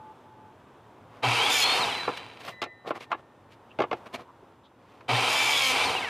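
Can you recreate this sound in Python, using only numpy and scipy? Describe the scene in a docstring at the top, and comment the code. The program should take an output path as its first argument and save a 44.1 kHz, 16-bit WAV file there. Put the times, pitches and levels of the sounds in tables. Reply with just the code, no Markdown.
"""A faint far whine calls twice over a low, restless workshop background, then a mitre saw makes two quick cuts.
Its motor kicks in with a mains growl, gears rattle and whine, the teeth bite and slow it, and it runs down.
After the first cut the blade rings in decaying sine modes; boards, mostly between the cuts, slide as
stick-slip noise and knock as struck resonances. A close, nearly mono microphone in a small, fairly dry room."""
import sys
import numpy as np
from scipy import signal
from scipy.fft import rfft, irfft
from scipy.io import wavfile
from scipy.ndimage import uniform_filter1d

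SR = 44100
rng = np.random.default_rng(int(sys.argv[2]) if len(sys.argv) > 2 else 0)


def bounce(signal):
    """Save signal as a 16-bit WAV file at the path given by the first command-line argument."""
    frames = np.transpose(np.atleast_2d(signal))
    limited = np.clip(frames, -1, 1)
    pcm = np.round(limited * 32767).astype(np.int16)
    wavfile.write(sys.argv[1], SR, pcm)


N = 268613
TIME = np.arange(N) / SR  # s
FREQ = np.maximum(np.arange(N // 2 + 1) * SR / N, 1)  # Hz


def undb(db):
    """Decibels are logarithmic: convert a level to an amplitude ratio."""
    return 10 ** (np.asarray(db) / 20)


def unit(x):
    """Normalise the mean power: scale to rms 1."""
    return x / np.sqrt(np.mean(x ** 2) + 1e-20)


def noise():
    """White noise: equal mean power at every frequency."""
    return rng.standard_normal(N)


def walk(rate):
    """Slow random modulation: rate chance values a second, joined by lines, with a spread near 1."""
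    return np.interp(TIME * rate, np.arange(N // 8), rng.standard_normal(N // 8)) * 1.3


def shape(points):
    """Spectral envelope: gain through (Hz, dB) points, falling steeply outside them."""
    hz, db = np.transpose(points)
    skirts = np.minimum(FREQ / hz[0], 1) ** 4 * np.minimum(hz[-1] / FREQ, 1) ** 4
    return undb(np.interp(np.log(FREQ), np.log(hz), db)) * skirts


def resonances(rows):
    """Modal response: the powers of steep-sided resonances (Hz, width Hz, dB) add up."""
    powers = (undb(db) ** 2 / (1 + ((FREQ - hz) / width) ** 2) ** 2 for hz, width, db in rows)
    return np.sqrt(sum(powers))


def band(lo_hz, hi_hz):
    """Band-pass: gain with steep sides at both limits."""
    return 1 / np.sqrt((1 + (lo_hz / FREQ) ** 10) * (1 + (FREQ / hi_hz) ** 10))


def colour(x, gain):
    """Linear filtering: multiply the spectrum by a gain, then scale to rms 1."""
    return unit(irfft(rfft(x) * gain, N))


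def steady(x, size=2600):
    """Envelope division: even out the slow level and keep the grain."""
    return x / np.sqrt(np.abs(uniform_filter1d(x ** 2, size)) + 1e-4)


def gate(start, end, edge_s):
    """Linear envelope: fades in from start and out from end."""
    return np.clip((TIME - start) / edge_s, 0, 1) * np.clip((end - TIME) / edge_s + 1, 0, 1)


def ring(s, t60, attack_s, hold_s=0):
    """Exponential decay: rises quickly at one moment, holds and dies away by 60 dB in t60."""
    age = np.maximum(TIME - s, 0)
    return np.minimum(age / attack_s, 1) * undb(-60 * np.maximum(age - hold_s, 0) / t60)


def stroke(s, half):
    """Gaussian envelope: a smooth bell of gain around one moment."""
    return np.exp(-.5 * np.minimum(((TIME - s) / half) ** 2, 100))


def strikes(turns, scatter_db, uneven_db, count):
    """Periodic impacts: one blow per wheel tooth; each tooth has its own strength, each blow its own luck."""
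    tooth = np.floor(turns * count).astype(int)
    at = np.flatnonzero(np.diff(tooth)) + 1
    tooth_db = uneven_db * rng.standard_normal(count)[tooth[at] % count]
    size = undb(tooth_db + scatter_db * noise()[at])
    # place each click between samples with a windowed sinc
    early = (turns[at] * count - tooth[at]) / (count * (turns[at] - turns[at - 1]))
    taps = np.arange(-6, 7)[:, None]
    click = np.sinc(taps + early) * np.cos(np.pi * (taps + early) / len(taps) / 1.1) ** 2
    return np.bincount(np.clip(at + taps, 0, N - 1).ravel(), (size * click).ravel(), N)


# background spectrum: frequency_hz, density_db
SHOP_SPECTRUM = [(15, -49.5), (25, -23), (70, -9.5), (104, 3), (174, -7), (248, -2.5), (342, -4),
                 (690, -10.5), (928, -7), (1030, -10), (1280, -14.5), (2090, -24.5), (3580, -29),
                 (4210, -36), (15800, -48.5)]
# background level before the split into two bands: time_s, level_db
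SHOP_LEVEL = [(0, -50.5), (1.1, -49.5), (2.45, -49), (2.68, -55), (3.6, -51.5), (4.05, -48), (4.6, -55),
              (5.0, -52)]
# partials of the far whine: pitch_hz, relative_level_db
FAR_TONES = [(866.7, -1.5), (1190, -16), (1513, -22)]
# calls of the far whine: start_s, end_s, level_db
FAR_CALLS = [(-.03, .115, -46.5), (0.245, 0.506, -53.5)]


def shop():
    """Filtered noise in two wavering bands makes the background; a sum of partials makes the far whine."""
    low = colour(noise(), shape(SHOP_SPECTRUM) * band(24, 500)) * undb(-6.5 + 0.57 * walk(10))
    high = colour(noise(), shape(SHOP_SPECTRUM) * band(460, 16000)) * undb(-5.5 + .8 * walk(6))
    far = sum(undb(db + 0.47 * walk(14)) * np.sin(2 * np.pi * hz * TIME) for hz, db in FAR_TONES)
    calls = sum(undb(db) * gate(start, end, edge_s=.025) for start, end, db in FAR_CALLS)
    return (low + high) * undb(np.interp(TIME, *np.transpose(SHOP_LEVEL))) + np.sqrt(2) * calls * far


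# boards and hands sliding: middle_s, half_length_s, body_db, grit_db
SLIDES = [(1.168, .044, -53.5, -64.5), (2.175, 0.0063, -47, -39.5), (2.411, .008, -57, -49),
          (2.472, 0.032, -47, -44), (2.49, 0.0073, -41.5, -45.5), (2.857, 0.0065, -42.5, -76),
          (2.888, 0.014, -36.5, -45.5), (2.964, 0.011, -37, -48), (3.025, 0.015, -53, -46.5),
          (3.117, 0.0081, -36.5, -55), (3.193, 0.013, -51, -64.5), (3.528, 0.014, -68, -57),
          (3.97, 0.016, -59, -63), (4.068, 0.0071, -44, -50), (4.149, 0.0099, -37.5, -39.5),
          (4.204, 0.017, -44, -54.5), (4.928, 0.077, -61.5, -66.5)]
# scraping spectrum: frequency_hz, density_db
SCRAPE = [(71, -50), (120, 1.5), (354, 4.5), (452, 6.5), (785, 10.5), (924, -2), (1070, 9), (1540, -5.5),
          (2510, -12), (4540, -21), (7110, -31.5), (14000, -37.5), (15800, -48)]
# thin squeaks: middle_s, half_length_s, pitch_hz, width_hz, level_db
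SQUEAKS = [(2.475, .035, 14000, 380, -71), (3.716, 0.009, 2800, 300, -55), (4.295, .016, 1010, 110, -52),
           (4.431, 0.0072, 360, 120, -50.5), (4.659, 0.013, 3560, 400, -61)]


def slides(grain_db=2.0):
    """Stick-slip friction: wood catches and slips on the dusty table, now and then with a squeak."""
    slips = noise() * undb(grain_db * walk(500))
    body = colour(slips, shape(SCRAPE) * band(110, 1900))
    grit = colour(slips, shape(SCRAPE) * band(2060, 13400))
    out = np.zeros(N)
    for s, half, body_db, grit_db in SLIDES:
        out += stroke(s, half) * (undb(body_db) * body + undb(grit_db) * grit)
    for s, half, hz, width, db in SQUEAKS:
        out += stroke(s, half) * undb(db) * colour(slips, resonances([(hz, width, 0)]))
    return out


# the two cuts: trigger_pulled_s, teeth_enter_s, teeth_through_s, trigger_released_s, chips_db, blade_hum_db
CUTS = [(1.222, 1.495, 1.626, 1.775, -29.5, -45), (5.079, 5.281, 5.708, 5.845, -35, -34)]
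FREE_HZ, SAG = 325.75, .29  # free shaft speed; share of speed lost at full bite
SPIN_UP_S, BRAKE_S, STOP_S = .122, .232, .72  # two time constants; release to the final fade of the speed


def motor(on, enter, through, off):
    """First-order rotor inertia: drive, bite and share of free speed as it spins up, sags and brakes."""
    drive = gate(on, off, edge_s=0.015)
    # the bite grows as the teeth go deeper
    bite = np.clip((TIME - enter) / (through - enter), 0, 1) * gate(enter, through, edge_s=.018)
    step = 1 / (SPIN_UP_S * SR)
    spin = signal.lfilter([step], [1, step - 1], (TIME > on) * (1 - SAG * bite))
    braking = np.interp(off, TIME, spin) * np.exp(-np.maximum(TIME - off, 0) / BRAKE_S)
    return drive, bite, np.where(TIME < off, spin, braking * gate(on, off + STOP_S, edge_s=.05))


MAINS_PHASE = 2 * np.pi * 120 * TIME  # twice the mains frequency
INRUSH_DB, INRUSH_S, RUNNING_DB = -27.5, .058, -54.5  # surge peak, its lag after the trigger, running level
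INRUSH_RISE_DB_PER_S, INRUSH_FALL_DB_PER_S = 400, 199.5


def mains_growl(drive):
    """Magnetic force goes as current squared: coils growl at twice the mains, swelling with the inrush."""
    ages = [TIME - on - INRUSH_S for on, *_ in CUTS]
    swells = [np.minimum(INRUSH_RISE_DB_PER_S * age, -INRUSH_FALL_DB_PER_S * age) for age in ages]
    surge = sum(undb(INRUSH_DB + swell) for swell in swells)
    strength = drive * np.hypot(surge, undb(RUNNING_DB))
    return strength * np.sqrt(2) * np.sin(MAINS_PHASE + .3 * walk(25))


def gear_clatter(turns):
    """Backlash impacts: gear teeth hit either flank at random, harder at each peak of the mains torque."""
    torque = 1 + .08 * np.sin(MAINS_PHASE)
    blows = strikes(turns, scatter_db=5.0, uneven_db=4.0, count=12) * np.sign(noise())
    return steady(blows) * torque + noise()


def drone(turns, count=26):
    """Harmonic series of a rotor uneven once a turn: shaft multiples that each waver on their own."""
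    multiples = range(1, count)
    return unit(sum((1 + .6 * walk(22)) * np.sin(2 * np.pi * (k * turns + rng.random())) for k in multiples))


# frame resonances: centre_hz, width_hz, gain_db
FRAME = [(268.4, 17, -7), (379, 55, -11), (480, 59, -3.5), (769, 81, 2.5), (974, 93, 2), (1170, 53, -4),
         (1300, 36, 0.5), (1420, 17, -7), (1530, 75, -11.5), (1600, 17, -19.5), (1970, 68, -15.5)]
# gearbox resonances: centre_hz, width_hz, gain_db
GEARBOX = [(2315, 120, -0.5), (2610, 230, -4.5), (2750, 31, -6), (3135, 110, -3), (3600, 48, -8),
           (3884, 56, -10), (3966, 77, -10), (4360, 43, -13), (4450, 141, -18.5), (4760, 37, -11)]
# levels at full speed, and how bite and loss of drive change them
FRAME_DB, FRAME_BITE_DB, FRAME_COAST_DB = -28.5, -6, 1.9
GEARS_DB, GEARS_COAST_DB, GEARS_START_DB = -27.18, -4, -4  # START: driven, from standstill
FRAME_LAW, GEARS_LAW = 1.31, 1.05  # the amplitude follows this power of the effort


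def housing(turns, shake, drive, bite, spin):
    """Forced modal vibration: the shake rings frame and gearbox; imbalance hums at the shaft rate."""
    effort = np.maximum(drive, spin)
    coast = 1 - drive
    frame = effort ** FRAME_LAW * undb(FRAME_DB + FRAME_BITE_DB * bite + FRAME_COAST_DB * coast)
    gears_db = GEARS_DB + GEARS_COAST_DB * coast + GEARS_START_DB * drive * (1 - spin)
    gears = effort ** GEARS_LAW * undb(gears_db)
    out = frame * colour(shake, resonances(FRAME) + undb(-12) * band(330, 1900))
    out += gears * colour(shake, resonances(GEARBOX) + undb(-13.5) * band(2200, 3940))
    return out + gears * undb(-33.32) * spin ** 4 * np.sin(2 * np.pi * turns)


KICK_DB, KICK_LAG_S = -18, .01  # the gears slam together just after the trigger is pulled


def kicks(t60=0.15):
    """Impulsive excitation: the starting torque takes up the gear lash with a jolt that rings the frame."""
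    jolt = undb(KICK_DB) * sum(ring(on + KICK_LAG_S, t60, attack_s=0.0081) for on, *_ in CUTS)
    return jolt * colour(noise(), resonances(FRAME) + undb(-4.0) * resonances(GEARBOX))


# motor whine, 6 being the tooth rate and 12 the gear mesh: shaft_multiple, driven_db, coasting_db
WHINE = [(6, -8, -9.5), (12, -3, -9.5), (16, -19, -2), (20, -19.5, -9), (24, -9, -7), (36, -15, -11.5),
         (48, -22.5, -9), (60, -22.5, -8.5)]
# how well the casing radiates the whine: frequency_hz, gain_db
CASING = [(700, -44), (1600, -3), (2300, -5), (3100, -1), (3650, -2.5), (4400, -3.5)]
WHINE_DB = -26  # on top of the tones' own levels


def whine(turns, drive, spin):
    """Gear-mesh tones track shaft speed, loudest where they pass the casing's resonance, roughened by random
    wavering."""
    # without drive the gears run slack, which smears the tones and brings out the upper multiples
    tones = np.zeros(N)
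    for k, driven_db, coasting_db in WHINE:
        shake = .6 + .25 * drive + .45 * (walk(220) + 1j * walk(220))
        shake = shake * undb(3.2 * walk(30))
        gain = undb(driven_db * drive + coasting_db * (1 - drive))
        tones += gain * np.real(shake * np.exp(2j * np.pi * k * turns))
    radiated = irfft(rfft(tones) * shape(CASING) * band(600, 5200), N)
    return undb(WHINE_DB) * spin * radiated


# fan air spectrum: frequency_hz, density_db
AIR = [(2650, -16), (4500, -12.5), (4870, -1), (5380, -7.5), (5760, -6), (6700, -9), (8140, -11),
       (9190, -7.5), (9940, -15.5), (11000, -15), (12900, -22), (14700, -26), (15800, -40)]
FAN_DB, FAN_LAW = -38.5, 1.61  # level at full speed; power of the speed


def fan(turns, clatter, drive, spin):
    """Turbulent flow noise: the hiss grows with speed and pulses once per blade turn."""
    air = colour(noise() * (1 + 0.3 * np.sin(np.pi * turns / 2)) + 0.88 * clatter, shape(AIR))
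    strength = spin ** FAN_LAW + 1.1 * drive * (1 - spin) * np.sqrt(spin)
    return undb(FAN_DB) * strength * air


RUMBLE_DB, SHUDDER_DB = -56, -42.5  # under drive; without drive at full speed


def stand(drive, spin):
    """Structure-borne noise: the stand rumbles softly under drive and shudders as the rotor brakes."""
    rumble = drive * undb(RUMBLE_DB) + (1 - drive) * spin ** 1.4 * undb(SHUDDER_DB)
    return rumble * colour(noise(), band(77, 230))


# chip spectrum: frequency_hz, density_db
CHIPS = [(2650, -24), (4500, -28.5), (5130, 7), (5580, -7.5), (6070, -4), (6230, -4.5), (6880, 5),
         (7770, -5.5), (9380, -6.5), (10000, -6), (11200, -3.5), (15200, -15), (15800, -38.5)]
# cutting resonances: centre_hz, width_hz, gain_db
CUTTING = [(5150, 170, -6), (5544, 92, -9), (5940, 178, 8), (6260, 113, -6), (6503, 62, -4.5),
           (6240, 199, -13), (8030, 280, -6.5), (8484, 202, -32.5), (8850, 212, -12)]


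def cutting(turns, stack, bite):
    """Periodic fracture: blade teeth tear chips from both walls of the kerf, unevenly, every turn."""
    # the blade turns at a quarter of the shaft speed
    left, right = (strikes(turns / 4, scatter_db=1.2, uneven_db=3, count=24) for _ in range(2))
    tearing = steady(left - right) * (1 + .4 * noise()) + .5 * noise() + .15 * stack
    chips = steady(colour(tearing, shape(CHIPS) * (1 + 0.83 * resonances(CUTTING))))
    hum = colour(noise(), resonances([(2255, 19, 0)]))
    out = np.zeros(N)
    for on, _, _, off, chips_db, hum_db in CUTS:
        out += gate(on, off, edge_s=.01) * bite ** .2 * (undb(chips_db) * chips + undb(hum_db) * hum)
    return out


def saw(drive, bite, spin):
    """Common excitation: one shaft angle times clatter, whine, fan and cutting; the growl keeps to the mains."""
    turns = np.cumsum(FREE_HZ * spin * (1 + .002 * walk(60))) / SR
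    clatter = gear_clatter(turns)
    stack = drone(turns)
    # under load the shaft's own multiples stand out of the clatter
    shake = steady(clatter + (.25 + .5 * bite) * stack)
    out = mains_growl(drive) + housing(turns, shake, drive, bite, spin) + whine(turns, drive, spin)
    return out + fan(turns, clatter, drive, spin) + stand(drive, spin) + cutting(turns, stack, bite)


# leaving the wood, braking, stopping: start_s, main_ring_db, main_hold_s, main_t60_s, low_modes_db
RINGS = [(1.602, -29.5, 0.1, 0.54, -68), (1.923, -43, 0.07, 0.92, -59), (2.512, -61, .02, 1.4, -52.5)]
# the blade's two low modes: pitch_hz, relative_level_db, t60_s
BLADE_MODES = [(1816, -2, 2.5), (2000, 4.5, 1.15)]
SING_HZ, STIFFEN_HZ = 3940, 440  # main ring at rest; its rise at full spin


def blade(spin):
    """Centrifugal stiffening: the steel plate sings sharp and fluttering in spin, more evenly at rest."""
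    flutter_hz = 18 * spin * walk(120)
    phase = 2 * np.pi * np.cumsum(SING_HZ + STIFFEN_HZ * spin ** 2 + flutter_hz) / SR
    sing = undb(3 * np.sqrt(spin) * walk(70) + 1.5 * walk(20)) * np.sin(phase)
    out = sing * sum(undb(db) * ring(s, t60, attack_s=.022, hold_s=hold) for s, db, hold, t60, _ in RINGS)
    for hz, mode_db, t60 in BLADE_MODES:
        struck = sum(undb(low_db) * ring(s, t60, attack_s=.018) for s, *_, low_db in RINGS)
        out += struck * undb(mode_db + 2.6 * walk(25)) * np.sin(2 * np.pi * hz * TIME)
    return np.sqrt(2) * out


# wood knocks: start_s, strength_db, extra_thud_db, hardness_db
KNOCKS = [(2.077, -28.5, 0.5, -7), (2.088, -33.5, 1.5, -6), (2.617, -36, -1, 7.5), (2.625, -33, -7.5, 4),
          (2.637, -41, 0, 8), (2.659, -51, 6.5, -4), (2.874, -47, 9, 7), (2.906, -30.5, 1.5, -3),
          (3.006, -50, 0, 6), (3.116, -27.5, -14.5, -2), (3.126, -27.5, -15, -7.5), (3.145, -42, -1.5, -7),
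          (3.788, -36.5, 11.5, 2), (3.802, -28, 5, -1), (3.818, -31, -2, 1), (3.836, -34, 1.5, -5),
          (3.912, -32.5, 2.5, -0.5), (3.928, -32.5, 2.5, 0), (4.061, -50, -1, -11), (4.143, -42.5, -11, 7),
          (5.007, -52, -13, 1.5)]
# edges of the thud, clack, crack and tick bands: edge_hz
KNOCK_BANDS_HZ = [70, 700, 1800, 5000, 15800]
# board resonances: centre_hz, width_hz, gain_db
BOARD = [(342, 49, -6.5), (577, 33, -17.5), (1120, 66, -6), (1375, 46, -7.5), (1560, 59, -15),
         (1703, 39, -6), (2125, 80, -6), (2420, 32, -9), (2880, 102, -24), (2990, 54, -34), (3330, 76, -39),
         (3460, 99, -39.5), (3780, 41, -21), (4530, 42, -40)]
# the boards' dense ring: frequency_hz, density_db
WOOD = [(85, -22), (120, -7), (170, -13), (240, -12.5), (350, 1.5), (800, 5.5), (1200, 5.5), (1800, -10.5),
        (2600, 5), (3800, -10), (5500, -28.5), (9000, -45), (15800, -54)]
CRACK_DB, TICK_DB = -9.5, -19.5  # upper bands, against the strength of a blow
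CLICK_DB = -0.5  # contact click peak, against the loudest band


def knocks(size=8192, dense_db=-8, contact_s=0.0015, snap_s=0.005, snap=2.1):
    """Impact excitation: each blow clicks, then rings the board; place and hardness set its colour."""
    out, t = np.zeros(N + size), np.arange(size) / SR
    bins = np.arange(size // 2 + 1) * SR / size
    wood = resonances(BOARD) + undb(dense_db) * shape(WOOD)
    edges = zip(KNOCK_BANDS_HZ, KNOCK_BANDS_HZ[1:])
    filters = [np.interp(bins, FREQ, wood * band(lo, hi)) for lo, hi in edges]
    # the board rings only after it is hit: minimum phase from the folded cepstrum
    fold = 1 + np.sign(size / 2 - np.arange(size)) * (t > 0)
    filters = [np.exp(rfft(irfft(np.log(gain + 1e-5)) * fold)) for gain in filters]
    click = irfft(sum(filters))
    click = click / np.abs(click).max()
    t60s = [0.091, 0.064, 0.082, 0.055]  # thud, clack, crack, tick
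    push = (1 - np.exp(-t / contact_s)) * (1 + snap * np.exp(-t / snap_s))
    first = int(.02 * SR)  # the level of a blow is set over its first 20 ms
    for s, db, thud_db, hard_db in KNOCKS:
        levels = [db + thud_db, db, db + CRACK_DB + hard_db, db + TICK_DB + 2 * hard_db]
        at = int(s * SR)
        out[at:at + size] += undb(max(levels) + CLICK_DB) * click
        for gain, t60, level_db in zip(filters, t60s, levels):
            burst = rng.standard_normal(size) * undb(-60 * t / t60) * push
            blow = irfft(rfft(burst) * gain)
            out[at:at + size] += blow * undb(level_db) / np.std(blow[:first])
    return out[:N]


def room(x, t60=0.064, size=16384):
    """Diffuse reverberation: short, dull reflections from bench and walls, as decaying noise."""
    t = np.arange(size) / SR
    dull = signal.lfilter([1], [1, -.6], rng.standard_normal(size))
    tail = dull * undb(-60 * t / t60) * (t > .004)
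    return signal.fftconvolve(x, tail / np.linalg.norm(tail))[:N]


def scene():
    """Superposition: the saw and the boards close by, in a small dry room."""
    drive, bite, spin = np.sum([motor(*cut[:4]) for cut in CUTS], axis=0)
    near = slides() + saw(drive, bite, spin) + kicks() + blade(spin) + knocks()
    mid = shop() + near + undb(-21.0) * room(near)
    # the two channels differ a little, mostly in the treble
    width = undb(-35) + undb(-18.5) * band(5700, 15800)
    side = irfft(rfft(room(near)) * width, N) + undb(-81.5) * noise()
    return np.array([mid + side, mid - side])


def record(dry):
    """Soft saturation rounds the highest peaks; filters drop the deep rumble and cut the top."""
    ceiling, rumble_hz, top_hz = 0.29, 33, 15500
    rounded = ceiling * np.tanh(dry / ceiling)
    lean = signal.sosfilt(signal.butter(2, rumble_hz, "high", fs=SR, output="sos"), rounded)
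    return signal.sosfilt(signal.ellip(8, .2, 70, top_hz, fs=SR, output="sos"), lean)


dry = scene()
out = record(dry)
bounce(out)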